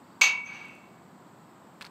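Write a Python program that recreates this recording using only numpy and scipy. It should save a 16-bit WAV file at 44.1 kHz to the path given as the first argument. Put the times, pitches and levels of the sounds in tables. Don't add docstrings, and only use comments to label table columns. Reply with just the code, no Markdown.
import sys
import numpy as np
from scipy import signal
from scipy.fft import rfft, irfft, next_fast_len
from scipy.io import wavfile
from scipy.ndimage import uniform_filter1d

SR = 44100
rng = np.random.default_rng(int(sys.argv[2]) if len(sys.argv) > 2 else 0)


def dump_mix(stems):
    frames = np.atleast_2d(stems).T
    limited = np.clip(frames, -1, 1)
    pcm = np.round(limited * 32767).astype(np.int16)
    wavfile.write(sys.argv[1], SR, pcm)


N = 83790

# frequency in Hz, relative density in dB.
CLANK_SPECTRUM = [(60, -53), (150, -49), (500, -18), (1000, -8), (1900, -9), (2600, 2), (3300, -8),
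                  (4700, -5.5), (5200, -15.5), (6400, -2.5), (7000, -11.5), (8300, -15.5), (9000, -36.5),
                  (10300, -42), (12500, -23.5), (15500, -36.5)]


def amp(db):
    return 10 ** (np.asarray(db) / 20)


def unit(x):
    return x / np.sqrt(np.mean(x ** 2) + 1e-20)


def along(points, hz):
    point_hz, values = np.transpose(points)
    return np.interp(np.log(hz + 1), np.log(point_hz + 1), values)


def filtered(x, response):
    size = next_fast_len(N + SR // 2)
    return irfft(rfft(x, size) * response(np.fft.rfftfreq(size, 1 / SR)), size)[:N]


def noise(spectrum):
    return unit(filtered(rng.standard_normal(N), lambda hz: amp(along(spectrum, hz))))


def fade(t60_s, attack_s=1e-4):
    t = np.arange(N) / SR
    return np.exp(-np.log(1000) * t / t60_s) * (1 - np.exp(-t / attack_s))


def at(start_s, x):
    return np.pad(x, (max(round(start_s * SR), 0), 0))[:N]


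def mode(hz, t60_s, attack_s=1e-4):
    return fade(t60_s, attack_s) * np.sin(2 * np.pi * hz * np.arange(N) / SR)


def scatter(t60_s, attack_s=1e-4):
    tail = rng.standard_normal(N) * fade(t60_s, attack_s)
    return tail / np.linalg.norm(tail)


def town(rms_db=-53, patchy_db=0.5):
    # frequency in Hz, relative density in dB.
    spectrum = [(15, -76), (25, -56.5), (48, -40.5), (89, -13), (178, 0.5), (389, -7), (445, -11.5),
                (509, -10), (582, -11.5), (684, -10), (762, -9.5), (1020, -8.5), (2360, -26), (4750, -31),
                (6210, -38.5), (7910, -25), (9550, -46.5), (14300, -36), (15500, -46)]
    bins = signal.stft(noise(spectrum), nperseg=512)[2]
    patches = uniform_filter1d(rng.standard_normal(bins.shape), size=5, axis=0)
    patches = unit(uniform_filter1d(patches, size=16, axis=1))
    return amp(rms_db) * unit(signal.istft(bins * amp(patchy_db * patches))[1][:N])


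def bird(top_hz=4720, rise_hz=1500, rise_s=.028):
    # time of the top note in seconds, level in dB.
    chirps = [(.05, -72), (.09, -71), (.13, -70), (.163, -69)]
    progress = np.minimum(np.arange(N) / SR / rise_s, 1.3)
    pitch_hz = top_hz - rise_hz * (1 - np.sin(np.pi * progress / 2))
    swell = np.sqrt(progress) * np.sqrt(np.abs(np.sin(np.pi * progress / progress[-1])))
    chirp = swell * np.sin(2 * np.pi * np.cumsum(pitch_hz) / SR)
    return sum(amp(db) * at(top_s - rise_s, chirp) for top_s, db in chirps)


def post(hit_s=0.2153, touch_lead_s=.0033):
    # frequency in Hz, relative level in dB, t60 in seconds.
    pipe_modes = [(961, -34, .26), (993, -30, .3), (2181, -28, .55), (2204, -28, .55), (2229, -25, .65),
                  (2253, -15.5, .68), (2288, -24.5, .66), (2457, -28, .28), (2543, -19, .37),
                  (2698, -17.5, .41), (3844, -27, .2), (5884, -28, .18), (6244, -22, .25), (6343, -15, .14),
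                  (6407, -21, .15)]
    ring = sum(amp(db + rng.normal(0, .5)) * mode(hz, t60_s, attack_s=.0038)
               for hz, db, t60_s in pipe_modes)
    bite = mode(hz=2271, t60_s=.05, attack_s=.0029)
    clank = frame_clank()
    push = mode(hz=2650, t60_s=.0043)
    spray = rng.standard_normal(N) * fade(t60_s=.0042)
    crack = amp(-9.5) * push + amp(-23) * spray
    blow = amp(-4.5) * ring + amp(-5.5) * bite + amp(-19.5) * clank + crack
    touch = amp(-17.5) * noise(CLANK_SPECTRUM) * fade(t60_s=.06)
    return at(hit_s, blow) + at(hit_s - touch_lead_s, touch)


def frame_clank(spacing_hz=22, rattle_db=-5.5, attack_s=.0013):
    # frequency in Hz, t60 in seconds.
    decay_times = [(400, .38), (1000, .4), (2600, .34), (4500, .25), (6300, .24), (8500, .16), (14000, .18)]
    slots = np.arange(1, 15500 / spacing_hz)
    offset, phase = rng.random((1000, 2))[:len(slots)].T
    mode_hz = (slots + offset) * spacing_hz
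    gains = amp(along(CLANK_SPECTRUM, mode_hz))
    lines = np.zeros(N // 2 + 1, complex)
    lines[np.round(mode_hz * N / SR).astype(int)] = gains * np.exp(2j * np.pi * phase)
    steady = unit(unit(irfft(lines, N)) + amp(rattle_db) * noise(CLANK_SPECTRUM))
    bin_hz, age_s, bins = signal.stft(steady, SR, nperseg=256)
    decay = np.exp(-np.log(1000) * age_s / along(decay_times, bin_hz)[:, None])
    rise = 1 - np.exp(-np.arange(N) / SR / attack_s)
    return signal.istft(bins * decay, SR)[1][:N] * rise


def near_echoes():
    # delay in seconds, level in dB.
    boards = [(.0225, -7), (.052, -15.5)]
    # delay in seconds, level at band centre in dB, centre in Hz, width in octaves, t60 in seconds.
    slaps = [(0.111, -9, 1060, 0.24, 0.047), (.235, -26, 6180, 0.065, 0.061),
             (0.324, -28.5, 6100, 0.11, 0.041)]
    echoes = sum(amp(db) * at(delay_s, scatter(t60_s=.039)) for delay_s, db in boards)
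    for delay_s, db, centre_hz, width_oct, t60_s in slaps:
        band = lambda hz: np.exp(-(np.log2((hz + 1) / centre_hz) / width_oct) ** 2)
        echoes += amp(db) * filtered(at(delay_s, scatter(t60_s)), band)
    return echoes


def far_echoes(wash_db=-28.5):
    # delay in seconds, level before colouring in dB, rise in seconds, t60 in seconds.
    far_end = [(.24, -27.5, 0.0068, .2), (.275, -24, 0.046, 0.36), (.35, -27, 0.034, 0.65)]
    # frequency in Hz, gain in dB.
    far_colour = [(300, 7), (1000, 6), (1750, 7.5), (2250, 1.5), (2700, 0), (4500, -6.5), (6200, -9.5),
                  (7200, -25), (10000, -20)]
    wash_colour = [(300, 2), (2250, -1), (2700, -4), (4500, -4), (6300, -11.5), (10000, -20)]
    echoes = sum(amp(db) * at(delay_s, scatter(t60_s, rise_s)) for delay_s, db, rise_s, t60_s in far_end)
    echoes = filtered(echoes, lambda hz: amp(along(far_colour, hz)))
    wash = scatter(t60_s=1.5, attack_s=.05)
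    return echoes + filtered(wash, lambda hz: amp(wash_db + along(wash_colour, hz)))


def ticks():
    # start in seconds, level in dB.
    events = [(0.326, -52.5), (.655, -57), (.682, -63), (.686, -59), (.7065, -61), (.752, -53.5)]
    # frequency in Hz, relative density in dB.
    spectrum = [(2000, -20), (6000, -6), (8000, 1), (11000, -4.5), (15000, -8.5)]
    return sum(amp(db) * at(start_s, noise(spectrum) * fade(t60_s=.007)) for start_s, db in events)


def shoe():
    # start in seconds, level in dB, pitch in Hz, t60 in seconds.
    grains = [(1.8105, -26.5, 1580, 0.0049), (1.816, -28, 2590, 0.0075), (1.8233, -26, 4200, 0.0045),
              (1.8452, -33, 2180, 0.0056), (1.850, -31.5, 4460, 0.0049), (1.86, -35.5, 1470, 0.0035),
              (1.8655, -30.5, 4170, 0.0034)]
    # frequency in Hz, relative density in dB.
    crunch_spectrum = [(200, -14), (800, 6.5), (4500, 2.5), (6000, -7), (10000, -11), (15000, -19.5)]
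    crunch = lambda: amp(-14) * noise(crunch_spectrum) * fade(t60_s=.039)
    return sum(amp(db) * at(start_s, mode(hz, t60_s) + crunch()) for start_s, db, hz, t60_s in grains)


def scene():
    low_cut = signal.butter(2, 130, "high", fs=SR, output="sos")
    goal = signal.sosfilt(low_cut, post())
    echoes = signal.fftconvolve(goal, near_echoes() + far_echoes())[:N]
    return (goal + echoes + shoe() + ticks() + bird() + town())[None]


def record(dry):
    return filtered(dry[0], lambda hz: hz < 15650)[None]


dry = scene()
out = record(dry)
dump_mix(out)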